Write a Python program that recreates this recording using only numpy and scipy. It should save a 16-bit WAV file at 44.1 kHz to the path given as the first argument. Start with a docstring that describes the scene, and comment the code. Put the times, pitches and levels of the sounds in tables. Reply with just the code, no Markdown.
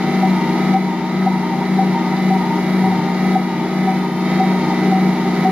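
"""A mixer kneads dough indoors, heard from a hand-held stereo microphone close to the bowl.
About twice a second the dough jams and the motor slows by some 3 %: rotor, commutator and two slower shafts are
sums of sines that bend with the speed, a groan dims and a band of noise rattles. A joint squeaks in short tones.
Behind lie shaped noises (casing rumble, brush hiss, cooling air), mains hum and a brief low moan that dips.
The recorder's gain control rides the peaks."""
import sys
import numpy as np
from scipy import signal
from scipy.fft import rfft, irfft, next_fast_len
from scipy.io import wavfile
from scipy.ndimage import uniform_filter1d

SR = 44100
rng = np.random.default_rng(int(sys.argv[2]) if len(sys.argv) > 2 else 0)


def output_pcm(signal):
    """Save a mono or channel-first signal as 16-bit PCM at the path in sys.argv[1].

    Samples are clipped to [-1, 1] before scaling.
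    """
    pcm = np.clip(np.atleast_2d(signal).T, -1, 1) * 32767
    wavfile.write(sys.argv[1], SR, np.round(pcm).astype(np.int16))


N = 242991

# cooling air, spectrum: pitch_hz, relative_db
AIR_SPECTRUM = [(5180, -45), (8800, -5.5), (9620, 1.5), (11000, 2), (14000, -6), (15400, -24)]
# slope of the casing's rumble: pitch_hz, relative_db
RUMBLE_SPECTRUM = [(30, -34.5), (100, -27), (150, -28), (260, -15), (450, -19), (700, -22), (1050, -22.5),
                   (1500, -26), (2000, -28), (2350, -25), (2450, -33), (3000, -54)]
# resonances that lift the rumble: centre_hz, width_hz, lift_db
CASING_MODES = [(193, 65, 10), (319, 33.5, 7), (391, 35.4, 13.5), (511.4, 36, 4), (782.3, 39.5, 16.5),
                (1060, 70, 0.5), (1343, 85, 2.5), (1340, 450, 1.5), (1920, 230, 7), (2315, 140, 2)]
# hiss of the brushes, spectrum: pitch_hz, relative_db
HISS_SPECTRUM = [(1500, -46), (2550, -4), (2880, -2.5), (3300, -2.5), (3850, 1), (4370, -3.5), (4890, -3.5),
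                 (5420, -7), (6940, -12.5), (7480, -15.5), (7800, -23), (10100, -53), (17200, -120)]
# noise levels over time, the hiss as the microphone moves: time_s, hiss_db, air_db
NOISE_LEVELS = [(0, -38.5, -51.5), (.65, -38, -50.5), (1.1, -39, -53), (1.5, -39, -51), (2, -39, -52),
                (2.45, -39.5, -50.5), (2.75, -39, -50), (3.05, -39.5, -53), (3.3, -38.5, -50),
                (3.9, -39, -52), (4.15, -42, -51), (4.32, -37.5, -51), (4.55, -37.5, -50.5),
                (5.1, -38, -50.5), (5.4, -37.5, -50)]
RUMBLE_DB = -26
AIR_DIP_DB, HISS_RISE_DB = 3.0, 0.1  # per full dip of the groan

# echo off the bowl: time_s, lag_s, level_db
BOWL_ECHO_PATH = [(0, 0.0022, 1), (1.5, 0.0017, -12), (3, 0.0021, -4), (4.4, 0.001786, 2),
                  (5.51, 0.0019, -29)]
ECHO_CUT_HZ = 2800

# brief low tone that dips: time_s, pitch_hz, level_db
MOAN_GLIDE = [(2.8, 143.8, -58), (2.83, 139.3, -35), (2.87, 116, -36), (2.93, 98.94, -40), (2.97, 111, -40),
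              (3, 126, -41), (3.03, 138, -60)]

# squeaks of the joint: start_s, peak_db (before a flicker), pitch_hz, hold_s, share_left_after_hold (0-1)
SQUEAK_EVENTS = [(0.223, -14, 761, .023, 0.6), (.733, -9, 774, .024, .9), (1.259, -6, 768, .015, 0.48),
                 (1.781, -9.5, 770, 0.047, 0.21), (2.299, -13, 768, 0.055, 0.52),
                 (2.826, -18.5, 765, .047, 0.63), (2.912, -18.5, 757.5, .016, 0.78),
                 (3.348, -11, 763, .036, 0.51), (3.868, -13, 758.6, .045, .43),
                 (4.393, -9, 763, 0.053, .26), (4.913, -12.5, 762, 0.059, .5), (5.445, -10, 756, .05, 0.34)]
SWELL_S = 0.012

# the dough jams: start_s, length_s, slowing_turns_per_s (before softening), groan_before_db, groan_dip_db,
# rattle_top_db (relative)
DOUGH_JAMS = [(-.146, .18, 6.8, -19, 8, -29), (0.368, 0.18, 6.3, -15, 9, -18.5),
              (0.892, 0.19, 6.3, -16, 8.5, -21), (1.412, 0.18, 6.23, -16, 7, -17.5),
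              (1.93, 0.16, 5.6, -16, 7, -21), (2.414, 0.19, 6.1, -16, 7.5, -21),
              (2.933, .217, 6.3, -16, 6.5, -20.5), (3.463, 0.21, 5.73, -17, 7, -27),
              (4.023, .209, 5, -19, 7, -24.5), (4.583, 0.18, 4.76, -16, 7, -22),
              (5.127, 0.21, 4.3, -15, 7, -23), (5.66, .2, 5, -18, 5, -23)]
# the groan slips out of the housing's resonance and climbs back in two steps: after_jam_s, share_of_dip (0-1)
GROAN_DIP_SHAPE = [(-.04, 0.00055), (.06, 0.96), (.14, 0.69), (.24, 0.68), (.33, 0)]
# the rattle swells under load: after_jam_s, relative_to_top_db
RATTLE_SWELL_SHAPE = [(-.17, -18), (-.08, -8), (.04, -3.5), (.15, -7), (.23, -10.5)]
FREE_TURNS_PER_S, TIRING_TURNS_PER_S2 = 159.4, .21
GRIP_S, LET_GO_S = .029, 0.03176  # softness of a jam's start and end
RATTLE_HZ, RATTLE_WIDTH_HZ, RATTLE_FLICKER_DB = 917, 128, 2

# partial levels of rotor, slow shaft and middle shaft, before wavering: fast_db, slowed_db
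ROTOR_LEVELS = [(-31, -33), (-35.5, -32), (-42, -50), (-38, -38.5), (-48, -73), (-45.5, -48), (-53, -52.5),
                (-73, -56.5), (-51, -59)]
SLOW_SHAFT_LEVELS = [(-56.5, -60), (-37, -32.5), (-35.5, -41), (-30.5, -30.5), (-38, -35.5), (-38, -39),
                     (-51.5, -57), (-64, -59), (-68, -66)]
MID_SHAFT_LEVELS = [(-37, -39), (-51, -37), (-34.5, -46.5), (-42, -41.5), (-47, -51), (-40.5, -41.5),
                    (-40.5, -44), (-34.5, -39.5), (-40.5, -38), (-42, -43.5), (-44, -37), (-41, -50.5),
                    (-55, -62.5), (-46, -52)]
# the partials they belong to: multiple_of_own_turning_rate
ROTOR_PARTIALS = [1, 2, 4, 8, 11, 13, 18, 20, 25]
SLOW_SHAFT_PARTIALS = [2, 6, 8, 9, 10, 11, 12, 15, 16]
MID_SHAFT_PARTIALS = [3, 4, 7, 8, 12, 13, 14, 15, 16, 17, 18, 19, 22, 23]
SLOW_RATIO, MID_RATIO = .2363, .3217  # shaft turns per rotor turn
GROAN_MULTIPLE, RATTLE_MULTIPLE = 5, 6  # of the slow shaft, of the rotor
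# commutator whine split by the magnetic pull, and mains hum, levels before wavering: fast_db, slowed_db
COMMUTATOR_LEVELS = [(-48, -52), (-36, -40), (-42, -41), (-41, -43), (-52, -50)]
HUM_LEVELS = [(-53.5, -51), (-26.5, -26.5)]
# pull-rate steps above the bar rate, and hum partials: multiple_of_pull_rate
COMMUTATOR_STEPS = [0, 1, 2, 3, 4]
HUM_PARTIALS = [1, 2]
BARS, PULL_HZ = 12, 120  # bars a rotor turn
FAST_HZ, SLOWED_HZ = 158.5, 155  # rotor speeds at which the two levels hold

# sameness of the two ports: pitch_hz, likeness (0-1)
PORT_LIKENESS = [(60, .97), (300, .99), (700, .95), (1400, .83), (2500, .66), (4400, .33), (6500, .33),
                 (12000, .3)]
# balance of the ports: pitch_hz, left_minus_right_db
PORT_BALANCE = [(30, .5), (60, 1), (150, 1.7), (380, 1.5), (700, .5), (1290, -1), (2380, 0), (4400, 2.5),
                (8120, .8), (15000, 1)]
# delay between the ports: pitch_hz, left_behind_right_s
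PORT_LAG = [(1500, 0), (2200, .00004), (4000, .00004), (5500, .00008), (12000, .00008)]
# the microphone turns away: time_s, extra_left_minus_right_db
MICROPHONE_TURN = [(0, 0.6), (3, 0.5), (5.51, -0.25)]
LIMIT_DB, LIMIT_WINDOW_S, RECOVERY_DB_PER_S = -12.5, 0.018, 3.5
REST_GAIN_DB = 0.7  # gain while nothing is loud
NOTCH_LOW_HZ, NOTCH_HIGH_HZ, CUTOFF_HZ = 8000, 8430, 15600


def amp(db):
    """dB to gain."""
    return 10 ** (np.asarray(db) / 20)


def rms_one(x):
    """Scale to rms 1."""
    return x / np.sqrt(np.mean(x ** 2) + 1e-20)


def in_time(rows):
    """Columns of a curve table, one value a sample."""
    s, *columns = np.transpose(rows)
    return [np.interp(np.arange(N) / SR, s, column) for column in columns]


def at_hz(points, hz):
    """Read a table on a log-frequency axis."""
    pitch_hz, value = np.transpose(points)
    return np.interp(np.log(hz), np.log(pitch_hz), value)


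def drift(rate_hz):
    """Smooth random wander of rms 1: noise, one value in 40 samples, through a double-pole low-pass."""
    pole = np.exp(-80 * np.pi * rate_hz / SR)
    noise = rng.standard_normal(N // 40 + 2002)
    slow = rms_one(signal.lfilter([1], [1, -2 * pole, pole * pole], noise)[2000:])
    return np.interp(np.arange(N) / 40, np.arange(len(slow)), slow)


def spectrum_axis(size):
    """Frequencies of a real spectrum, held at 1 Hz or more for the logarithm."""
    return np.maximum(np.arange(size // 2 + 1) * SR / size, 1)


def coloured(gain_at):
    """Two unrelated noises with one colour, rms 1: what both ports share, and what differs."""
    size = next_fast_len(N)
    spectrum = rfft(rng.standard_normal((2, size))) * gain_at(spectrum_axis(size))
    return rms_one(irfft(spectrum, size)[:, :N])


def resonance(hz, centre_hz, width_hz):
    """A flat-topped bump of height 1."""
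    return 1 / (1 + (2 * (hz - centre_hz) / width_hz) ** 4)


def cooling_air(air_db, dimmed):
    """High airy noise that flickers and sinks as the jams slow the motor."""
    level_db = air_db - AIR_DIP_DB * dimmed + 0.83 * drift(150)
    return coloured(lambda hz: amp(at_hz(AIR_SPECTRUM, hz))) * amp(level_db)


def casing_rumble(near):
    """Broad noise lifted by the casing's resonances."""
    def colour(hz):
        lift_db = sum(db * resonance(hz, mode_hz, width) for mode_hz, width, db in CASING_MODES)
        return amp(at_hz(RUMBLE_SPECTRUM, hz) + lift_db)
    return amp(RUMBLE_DB) * near * coloured(colour)


def with_bowl_echo(x):
    """A short dull echo off the bowl combs the sound; the comb slides as the microphone moves."""
    lag_s, echo_db = in_time(BOWL_ECHO_PATH)
    dull = signal.sosfilt(signal.butter(2, ECHO_CUT_HZ, fs=SR, output="sos"), x)
    late = [np.interp(np.arange(N) - lag_s * SR, np.arange(N), channel) for channel in dull]
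    return x + amp(echo_db) * np.array(late)


def brush_hiss(hiss_db):
    """Hissing noise of the brushes, combed by its echo off the bowl."""
    hiss = coloured(lambda hz: amp(at_hz(HISS_SPECTRUM, hz)))
    return with_bowl_echo(hiss) * amp(hiss_db + 0.67 * drift(75))


def moan():
    """A sine, faint at first, comes in quickly, then slowly fades while it glides down and back, and stops."""
    hz, level_db = in_time(MOAN_GLIDE)
    sounding = level_db > -59.5
    return np.sqrt(2) * amp(level_db) * sounding * np.sin(2 * np.pi * np.cumsum(hz) / SR)


def squeaks():
    """Stick and slip lock to one resonance for a moment: swell, sinking hold, quick end."""
    t, out, unsteady = np.arange(N) / SR, np.zeros(N), 0.29 * drift(30)
    for start, peak_db, hz, hold, left in SQUEAK_EVENTS:
        span = slice(round(start * SR), round((start + .15) * SR))
        since = t[span] - start
        corners_s = np.cumsum([0, SWELL_S, hold, .009, .04])
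        shape = np.interp(since, corners_s, [0, 1, left, 0.32 * left, 0])
        out[span] += amp(peak_db) * shape * np.sin(2 * np.pi * hz * since + unsteady[span])
    return out * amp(1.6 * drift(29))


def drive_rattle(rattle_db):
    """The drive rattles under load: noise in one narrow resonance."""
    return amp(rattle_db - 7.5) * coloured(lambda hz: resonance(hz, RATTLE_HZ, RATTLE_WIDTH_HZ))


def motor_under_load():
    """Each jam slows the rotor, dims the groan and sets the drive rattling."""
    t = np.arange(N) / SR
    speed_hz = FREE_TURNS_PER_S - TIRING_TURNS_PER_S2 * t
    dimmed, dip_db, rattle = np.zeros(N), np.zeros(N), np.zeros(N)
    for start, length, slowing, _, jam_dip_db, top_db in DOUGH_JAMS:
        since = t - start
        grip = 1 / (1 + np.exp(-since / GRIP_S)) / (1 + np.exp((since - length) / LET_GO_S))
        speed_hz = speed_hz - slowing * grip
        share = np.interp(since, *np.transpose(GROAN_DIP_SHAPE))
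        dimmed += share
        dip_db += jam_dip_db * share
        swell_db = np.interp(since, *np.transpose(RATTLE_SWELL_SHAPE), left=-99, right=-99)
        rattle = np.maximum(rattle, amp(top_db + swell_db))
    rattle_db = 20 * np.log10(rattle + amp(-39)) + RATTLE_FLICKER_DB * drift(10.4)
    start_s, _, _, before_db, _, _ = np.transpose(DOUGH_JAMS)
    return speed_hz, np.interp(t, start_s, before_db) - dip_db, rattle_db, dimmed


def partials(multiples, levels, turns, slowed, offset=0, waver_db=1.5, waver_rad=0.32):
    """Wavering sines on whole multiples of a running count of turns; level follows the load."""
    out = np.zeros(N)
    for multiple, (fast_db, slowed_db) in zip(multiples, levels):
        phase = 2 * np.pi * (multiple * turns + offset + rng.random()) + waver_rad * drift(3.2)
        level_db = fast_db + (slowed_db - fast_db) * slowed + waver_db * drift(6.9)
        out += np.sqrt(2) * amp(level_db) * np.sin(phase)
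    return out


def motor_lines(speed_hz, groan_db, rattle_db, near):
    """Turning parts sing at multiples of their rates; the magnetic pull hums and splits the whine."""
    turns, pulls = np.cumsum(speed_hz) / SR, PULL_HZ * np.arange(N) / SR
    slowed = np.clip((FAST_HZ - speed_hz) / (FAST_HZ - SLOWED_HZ), 0, 1.3)
    shafts = partials(SLOW_SHAFT_PARTIALS, SLOW_SHAFT_LEVELS, SLOW_RATIO * turns, slowed)
    shafts += partials(MID_SHAFT_PARTIALS, MID_SHAFT_LEVELS, MID_RATIO * turns, slowed)
    whine = partials(COMMUTATOR_STEPS, COMMUTATOR_LEVELS, pulls, slowed,
                     offset=BARS * turns, waver_db=1.0, waver_rad=0.079)
    hum = partials(HUM_PARTIALS, HUM_LEVELS, pulls, slowed, waver_db=0.97, waver_rad=0.063)
    groan = np.sin(2 * np.pi * GROAN_MULTIPLE * SLOW_RATIO * turns + 0.071 * drift(2.1))
    groan *= np.sqrt(2) * amp(groan_db + .8 * drift(20))
    # under load one rotor partial sings through the rattle's resonance
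    song = np.sin(2 * np.pi * RATTLE_MULTIPLE * turns + 0.41 * drift(28))
    song *= amp(rattle_db - 4.0 + 1.03 * drift(15))
    rotor = partials(ROTOR_PARTIALS, ROTOR_LEVELS, turns, slowed, waver_db=2.5, waver_rad=0.51)
    return near * (rotor + shafts + whine + hum) + groan + song


def microphone_ports(shared, differing):
    """Two microphone ports: likeness, balance and lag change with pitch."""
    size = next_fast_len(N + 512)
    hz = spectrum_axis(size)
    alike = np.clip(at_hz(PORT_LIKENESS, hz), 0, 1)
    mid = rfft(shared, size) * np.sqrt(1 + alike)
    side = rfft(differing, size) * np.sqrt(1 - alike)
    tilt = amp(at_hz(PORT_BALANCE, hz) / 2) * np.exp(-1j * np.pi * hz * at_hz(PORT_LAG, hz))
    return irfft([(mid + side) * tilt, (mid - side) / tilt], size)[:, :N] / np.sqrt(2)


def gain_control(x):
    """Loud moments pull the recorder's gain down at once; it creeps back slowly."""
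    power = uniform_filter1d(np.mean(x ** 2, axis=0), max(round(LIMIT_WINDOW_S * SR), 1))
    over_db = np.maximum(10 * np.log10(power + 1e-12) - LIMIT_DB, 0)
    creep_db = RECOVERY_DB_PER_S * np.arange(N) / SR
    return x * amp(REST_GAIN_DB + creep_db - np.maximum.accumulate(over_db + creep_db))


def scene():
    """Noises and lines around the bowl, spread between the two ports."""
    speed_hz, groan_db, rattle_db, dimmed = motor_under_load()
    hiss_db, air_db = in_time(NOISE_LEVELS)
    hiss_db = hiss_db + HISS_RISE_DB * dimmed
    near = amp(hiss_db - np.mean(hiss_db))  # rumble and motor lines follow the level of the hiss
    noise = cooling_air(air_db, dimmed) + casing_rumble(near) + brush_hiss(hiss_db) + drive_rattle(rattle_db)
    lines = moan() + squeaks() + motor_lines(speed_hz, groan_db, rattle_db, near)
    # a sideways reflection, 400 samples late, carries the lines into the difference
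    reflected = amp(-6.5) * np.pad(lines, (400, 0))[:N]
    turn_db = in_time(MICROPHONE_TURN)[0]
    return microphone_ports(noise[0] + lines, noise[1] + reflected) * amp([turn_db / 2, -turn_db / 2])


def record(dry):
    """The gain rides the peaks; a narrow band near 8 kHz is missing; the top is cut."""
    notch = signal.cheby2(6, 50, [NOTCH_LOW_HZ, NOTCH_HIGH_HZ], "bandstop", fs=SR, output="sos")
    top_cut = signal.cheby2(20, 60, CUTOFF_HZ, fs=SR, output="sos")
    return signal.sosfilt(top_cut, signal.sosfilt(notch, gain_control(dry)))


dry = scene()
out = record(dry)
output_pcm(out)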